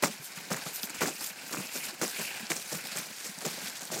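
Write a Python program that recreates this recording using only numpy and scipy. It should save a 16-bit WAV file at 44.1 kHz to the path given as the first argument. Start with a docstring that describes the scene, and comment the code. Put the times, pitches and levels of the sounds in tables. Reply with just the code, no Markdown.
"""Boots crunch through snow close by, twice a second; trouser legs swish between the steps.
A wooden sled hisses over the snow, ice crumbs tick, packed snow knocks softly, and a light breeze lies under it all.
Boots, cloth and sled are filtered random grains under envelopes; the sled also excites resonances.
Ticks and knocks are decaying sines; the breeze is filtered noise. Open air, no echo."""
import sys
import numpy as np
from scipy import signal
from scipy.fft import rfft, irfft
from scipy.io import wavfile
from scipy.ndimage import uniform_filter1d

SR = 44100
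rng = np.random.default_rng(int(sys.argv[2]) if len(sys.argv) > 2 else 0)


def output_pcm(signal):
    """Save a mono or channel-first signal as 16-bit PCM at the path in sys.argv[1].

    Samples are clipped to [-1, 1] before scaling.
    """
    pcm = np.clip(np.atleast_2d(signal).T, -1, 1) * 32767
    wavfile.write(sys.argv[1], SR, np.round(pcm).astype(np.int16))


def field_ratio(decibels):
    """Amplitude ratio for a level in dB (20 dB per decade); scalars and array-likes work."""
    return 10 ** (np.asarray(decibels, dtype=float) / 20)


N = 176400  # 4 s

SWISH_PIVOT_HZ = 7000  # a spectral tilt is 0 dB here


def evened(x):
    """Normalisation: scales a signal to rms 1."""
    return x / np.sqrt(np.mean(x ** 2) + 1e-20)


def colour(x, points, tilt_db=0):
    """Minimum-phase filtering: the log spectrum alone fixes a causal response, here of unit energy."""
    hz = np.abs(np.fft.fftfreq(4096, 1 / SR)) + 1
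    f, db = np.transpose(points)
    level_db = np.interp(np.log(hz), np.log(f), db) + tilt_db * np.log2(hz / SWISH_PIVOT_HZ)
    log_gain = np.log(field_ratio(np.maximum(level_db, -100)))
    # the Hilbert transform of the log gain gives the phase
    spectrum = np.exp(np.conj(signal.hilbert(log_gain)))
    taps = np.fft.ifft(spectrum).real
    return signal.oaconvolve(x, taps / np.linalg.norm(taps))[:len(x)]


def resonate(x, hz, width):
    """Resonance by heterodyning: shift hz to zero, low-pass with a double pole, shift back; hz may vary."""
    r = np.exp(-np.pi * width / SR)
    turn = np.exp(2j * np.pi * np.cumsum(hz * np.ones(len(x))) / SR)
    slow_part = signal.lfilter([(1 - r) ** 2], [1, -2 * r, r * r], x / turn)
    # the gain keeps white noise of rms 1 near rms 1
    return np.sqrt(2 * SR / np.pi / width) * (turn * slow_part).real


def grains(per_s, spread_db, smooth):
    """Shot noise of breaking crystals: random clicks, a few large, mixed by power with smooth noise."""
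    hit = rng.random(N) < per_s / SR
    size = np.minimum(rng.exponential(1, N), 3)
    sign = np.sign(rng.standard_normal(N))
    clicks = hit * sign * field_ratio(spread_db * size)
    return np.sqrt(1 - smooth) * evened(clicks) + np.sqrt(smooth) * rng.standard_normal(N)


def slow(rate):
    """Band-limited random modulation: noise low-passed near rate (Hz), rms 1."""
    hz = np.fft.rfftfreq(N, 1 / SR)
    return evened(irfft(rfft(rng.standard_normal(N)) / (1 + (hz / rate) ** 4), N))


def blows(table, ring):
    """Superposition of impulse responses: one short ring per row, scaled to its peak level."""
    out, t = np.zeros(N + 6000), np.arange(6000) / SR
    for s, db, hz in table:
        one = ring(t, hz) * np.sin(2 * np.pi * hz * t)
        out[round(s * SR):][:len(t)] += field_ratio(db) * one / np.abs(one).max()
    return out[:N]


# spectrum of the thin wide wash: f/Hz, relative level/dB
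WASH_SPECTRUM = [(25, -39), (59, -54), (153, -34), (223, -48), (373, 2), (2350, 5.5), (3340, 0), (7110, 2),
                 (13200, -31), (16600, -31)]
# spectrum of the low buffets on the microphone: f/Hz, relative level/dB
BUFFET_SPECTRUM = [(20, 7), (60, -27), (100, -16.5), (160, -4), (220, -2), (400, -11.5), (800, -11),
                   (1600, -19.5)]


def breeze():
    """Turbulence noise: a nearly steady wide wash, and lumpy low buffets on the microphone."""
    wash_level = field_ratio(-52 + 0.37 * slow(0.61))
    wash = wash_level * colour(rng.standard_normal(N), WASH_SPECTRUM)
    buffet_level = field_ratio(-53.5 + 5.5 * slow(28))
    return wash + colour(buffet_level * rng.standard_normal(N), BUFFET_SPECTRUM)


# soft low knocks through the packed snow: t/s, peak level/dB, f/Hz
SNOW_KNOCKS = [(0.040, -26, 204), (0.096, -37, 220), (0.195, -43, 145), (0.372, -40, 180),
               (0.513, -25.5, 192), (0.541, -35, 149), (0.662, -37, 163), (0.835, -37, 224),
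               (0.898, -44.5, 298), (0.944, -46, 257), (1.027, -39, 383), (1.067, -29, 271),
               (1.098, -41, 337), (1.535, -36, 310), (1.571, -35.5, 295), (1.582, -33.5, 167),
               (1.598, -33, 188), (1.755, -41.5, 243), (1.928, -43.5, 350), (2.019, -42, 315),
               (2.053, -37, 194), (2.190, -37, 190), (2.207, -42, 163), (2.428, -37, 217),
               (2.505, -31.5, 320), (2.746, -36.5, 195), (2.757, -37, 174), (2.986, -42.5, 168),
               (2.998, -54, 191), (3.29, -40.5, 196), (3.376, -42, 200), (3.445, -34, 404),
               (3.634, -41, 191), (3.899, -39.5, 203)]


def knocks():
    """Damped oscillation of the snow pack: a short dull ring with a softened onset."""
    rise_s, t60_s = 0.004, 0.055

    def envelope(t, hz):
        return (1 - np.exp(-t / rise_s)) * field_ratio(-60 * t / t60_s)

    return blows(SNOW_KNOCKS, envelope)


# ticks of ice crumbs: t/s, peak level/dB, f/Hz
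CRUMB_TICKS = [(.0368, -15, 1220), (.1655, -36, 4340), (.4885, -35, 4220), (.5165, -18, 1360),
               (.5445, -23, 1800), (.5672, -27, 7700), (.8322, -17.5, 5040), (.8345, -23, 3540),
               (.8975, -22, 8100), (1.0182, -20, 1260), (1.030, -24, 1660), (1.058, -20.5, 1670),
               (1.2088, -25, 4770), (1.495, -31, 1550), (1.5392, -26.5, 1470), (1.5468, -21, 1250),
               (1.5705, -25, 1410), (1.600, -28, 1300), (1.671, -28, 5160), (1.7752, -28, 5040),
               (2.0152, -20, 1470), (2.0318, -26, 1830), (2.0798, -21, 7500), (2.146, -27, 4370),
               (2.4685, -25, 5300), (2.5178, -14.5, 2190), (2.5674, -21, 5850), (2.618, -28, 7430),
               (2.7318, -22.5, 5430), (2.8715, -26, 3930), (2.9558, -31, 3470), (2.9722, -17, 7950),
               (3.2436, -28, 5660), (3.3878, -24, 8000), (3.4525, -29, 1240), (3.7945, -27, 6270),
               (3.8185, -25, 6480), (3.8538, -24, 8750), (3.903, -29.5, 1060)]


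def ticks():
    """Heavy damping: each crumb's click dies within a few cycles of its pitch."""
    decay_cycles, rise_s = 2.1, 0.00006
    lump_hz = 3000  # larger lumps, pitched under this, ring for fewer cycles

    def envelope(t, hz):
        return np.minimum(t / rise_s, 1) * np.exp(-max(hz, lump_hz) * t / decay_cycles)

    return blows(CRUMB_TICKS, envelope)


# course of the sliding: t/s, mean rasp level/dB, rasp f/Hz, mean scrape level/dB (drives ring and hiss)
SLIDE_COURSE = [(0, -46, 2200, -53), (.22, -54, 2270, -54), (.34, -45, 2260, -49.5),
                (.48, -46.5, 2350, -50.5), (.7, -44.5, 2420, -44.5), (.95, -43.5, 2440, -49),
                (1.2, -43.5, 2570, -50.5), (1.34, -50, 2420, -49), (1.42, -49, 2520, -44),
                (1.55, -45, 2460, -58), (1.62, -42, 2580, -50), (1.72, -41.5, 2460, -47),
                (1.86, -38.5, 2520, -43), (1.97, -50, 2410, -51), (2.12, -45, 2470, -46),
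                (2.16, -38.5, 2380, -45), (2.22, -33.5, 2600, -44.5), (2.29, -35.5, 2600, -43.5),
                (2.38, -39.5, 2440, -45.5), (2.45, -43.5, 2570, -45.5), (2.64, -50, 2410, -51.5),
                (2.75, -43, 2320, -43), (2.98, -42, 2450, -44), (3.15, -55, 2360, -56),
                (3.35, -49, 2120, -47), (3.52, -48, 2280, -44.5), (3.68, -47, 2210, -49.5),
                (3.85, -58, 2200, -48.5), (4, -59, 2300, -61)]
# wood ring and fine hiss of the runners: f/Hz, width/Hz, level relative to the scrape/dB
RUNNER_BANDS = [(900, 1020, -0.5), (1515, 530, -0.5), (4780, 3200, 3), (7460, 3760, -0.5),
                (10450, 5100, -8)]


def sled():
    """Friction-excited resonance: sliding grain rasps in a drifting band and rings the wooden runners."""
    t = np.arange(N) / SR
    times, *columns = np.transpose(SLIDE_COURSE)
    rasp_db, rasp_hz, scrape_db = (np.interp(t, times, column) for column in columns)
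    rasp = grains(per_s=1500, spread_db=3.5, smooth=0.4) * field_ratio(rasp_db + 2.0 * slow(70))
    scrape = grains(per_s=2500, spread_db=4.0, smooth=0.35) * field_ratio(scrape_db + 2.0 * slow(27))
    out = resonate(rasp, rasp_hz, width=900)  # the rasp pitch drifts with the load
    for f, width, db in RUNNER_BANDS:
        out += field_ratio(db) * resonate(scrape, f, width)
    return out


# cloth and loose snow as a leg swings: middle t/s, level/dB, half length/s, tilt/(dB per octave)
LEG_SWISHES = [(0.126, -44.5, 0.041, -4), (0.256, -43, 0.035, 1), (0.372, -45.5, 0.021, -3),
               (0.682, -43, 0.033, -1.5), (0.758, -36.5, 0.022, 5.5), (0.839, -37.5, 0.022, 6),
               (0.994, -30.5, 0.019, -6), (1.155, -48, 0.092, 0.5), (1.254, -38, 0.043, 2),
               (1.482, -45.5, 0.038, 0), (1.643, -47, 0.048, 1), (1.768, -37.5, 0.04, 2),
               (1.857, -41, 0.023, 2.5), (2.078, -42, 0.045, 0), (2.228, -40.5, 0.081, 1),
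               (2.619, -44, 0.011, 0), (2.706, -43.5, 0.063, -0.5), (2.772, -46.5, 0.045, 7),
               (2.872, -40.5, 0.0057, 2), (2.924, -35, 0.014, -5.5), (2.985, -39, 0.02, 1),
               (3.036, -44, 0.034, -4), (3.173, -46, 0.1, -4), (3.274, -47, 0.072, -0.5),
               (3.495, -41, 0.044, -3.5), (3.562, -43, 0.028, -5), (3.665, -39.5, 0.063, -4),
               (3.768, -42.5, 0.014, -3), (3.873, -46, 0.021, -1), (3.942, -35.5, 0.023, -5)]
# spectrum of the rubbing before its tilt: f/Hz, relative level/dB
RUB_SPECTRUM = [(880, -28.5), (1500, -2), (2060, -0.5), (3410, 1.5), (5000, 4.5), (6830, 5.5), (10800, 2),
                (14900, 1.5), (16600, -49)]


def legs():
    """Amplitude-modulated friction noise: soft bell-shaped swells of fine rubbing grain."""
    rub = grains(per_s=6500, spread_db=7, smooth=0.37) * field_ratio(1.14 * slow(110))
    out = np.zeros(N)
    for s, db, half, tilt_db in LEG_SWISHES:
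        a = max(round((s - 5 * half) * SR), 0)
        b = min(round((s + 5 * half) * SR), N)
        bell = 1 / np.cosh(1.6 * (np.arange(a, b) / SR - s) / half)
        out[a:b] += colour(field_ratio(db) * bell * rub[a:b], RUB_SPECTRUM, tilt_db)
    return out


# snow under a boot: t/s, thud level/dB before the crest offset, crackle level re thud/dB,
# fizz level re thud/dB, time to the peak/s
BOOT_CRUNCHES = [(0.0221, -14, -0.5, -14, 0.015), (0.034, -20, 0, -0.5, 0.006),
                 (0.368, -45.5, 9.5, 1, 0.0091), (0.502, -22.5, -2.5, -7.5, 0.027),
                 (0.561, -30.5, 2.5, -2, 0.0063), (0.653, -28, -3, -11, 0.0077),
                 (0.83, -33.5, 2, -14, 0.003), (0.895, -41.5, 2, 5, 0.0063), (0.942, -37, 4.5, 1, 0.0042),
                 (1.006, -19, -0.5, -8.5, 0.027), (1.051, -25, -2.5, -3, 0.033),
                 (1.208, -32.5, 3, -7, 0.005), (1.523, -28, 0, -2, 0.023), (1.568, -32.5, -1, -2.5, 0.046),
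                 (1.743, -32.5, 0.5, -7, 0.028), (2.0132, -17.5, 1, -7.5, 0.0027),
                 (2.03, -23.5, -1.5, -2.5, 0.0093), (2.187, -31, 0.5, -4, 0.033),
                 (2.499, -20.5, -0.5, 0, 0.0068), (2.553, -36, 0.5, 6, 0.029),
                 (2.715, -31.5, 1, 0.5, 0.036), (2.9532, -30.5, 1, -2.5, 0.039),
                 (3.243, -34.5, 1.5, 1.5, 0.016), (3.406, -35.5, 0.5, 3, 0.0088),
                 (3.447, -24, -2, -6.5, 0.019), (3.575, -32, -2.5, -19, 0.0038), (3.806, -35, -2, 3, 0.02),
                 (3.913, -28.5, -2.5, -2, 0.053), (3.973, -32.5, -1.5, 1.5, 0.018)]
# spectra of the three layers: f/Hz, relative level/dB
THUD_SPECTRUM = [(60, -43.5), (110, -12.5), (170, -2), (260, -2), (450, -1), (750, 3), (1200, -6),
                 (2500, -36.5)]
CRACKLE_SPECTRUM = [(300, -31.5), (700, 8), (1200, 7.5), (1700, 0.5), (2400, -1), (3300, -8.5),
                    (4500, -7.5), (8000, -15.5)]
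FIZZ_SPECTRUM = [(1760, -44), (3000, -8.5), (5400, 2.5), (7150, 6), (9800, -3), (15000, -7.5), (16600, -20)]


def boots():
    """Fracture under load: each press bites, swells as the snow packs, then dies, in thud, crackle and fizz."""
    rise_s, t60_s = 0.0024, 0.16
    crest_db = -9  # offset on every level in the table
    first_touch_db = -1.5  # a press starts this far under its peak and swells
    t, power = np.arange(N) / SR, np.zeros((3, N))
    for s, thud_db, crackle_db, fizz_db, hold in BOOT_CRUNCHES:
        start = round(s * SR)
        u = t[start:][:SR // 2] - s
        swell_db = first_touch_db * np.clip(1 - u / hold, 0, 1)
        decay_db = -60 * np.maximum(u - hold, 0) / t60_s
        press = np.clip(u / rise_s, 0, 1) * field_ratio(thud_db + crest_db + swell_db + decay_db)
        for layer, rel_db in enumerate([0, crackle_db, fizz_db]):
            power[layer, start:][:SR // 2] += (press * field_ratio(rel_db)) ** 2
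    flutter_db = [1.13 * slow(73), 1.3 * slow(260), 2.3 * slow(150)]
    thud_env, crackle_env, fizz_env = np.sqrt(power) * field_ratio(flutter_db)
    breaks = grains(per_s=1500, spread_db=4.2, smooth=0.38)  # shared by thud and crackle
    fine_breaks = grains(per_s=3300, spread_db=8, smooth=0.45)
    thud = colour(thud_env * breaks, THUD_SPECTRUM)
    crackle = colour(crackle_env * breaks, CRACKLE_SPECTRUM)
    return thud + crackle + colour(fizz_env * fine_breaks, FIZZ_SPECTRUM)


def patchy(x):
    """Time-varying spectral colour: each clump of snow is brighter or duller, about 1.5 kHz by 12 ms."""
    z = signal.stft(x, nperseg=256, noverlap=192)[2]
    field = rng.standard_normal(z.shape[::-1]).T
    field = uniform_filter1d(field, size=9, axis=0)  # along frequency
    field = uniform_filter1d(field, size=8, axis=1)  # along time
    patch_db = 2 * evened(field)
    return signal.istft(z * field_ratio(patch_db), nperseg=256, noverlap=192)[1][:N]


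def scene():
    """Linear superposition: all sources add at one microphone."""
    snow = patchy(boots() + legs() + sled())
    return (snow + knocks() + ticks() + breeze())[None]


def top_cut(x):
    """Nothing passes above the cut-off."""
    return signal.sosfilt(signal.butter(12, 15950, fs=SR, output="sos"), x)


def record(dry):
    """Band limitation: a high-pass thins the deep bass; a low-pass ends the band at 15950 Hz."""
    bass_cut = signal.butter(3, 110, "highpass", fs=SR, output="sos")
    treble_cut = signal.firwin(511, 15950, window=("kaiser", 9), fs=SR)
    thin = signal.sosfilt(bass_cut, dry)
    mix = signal.oaconvolve(thin, treble_cut[None], "same")
    return top_cut(mix)


dry = scene()
out = record(dry)
output_pcm(out)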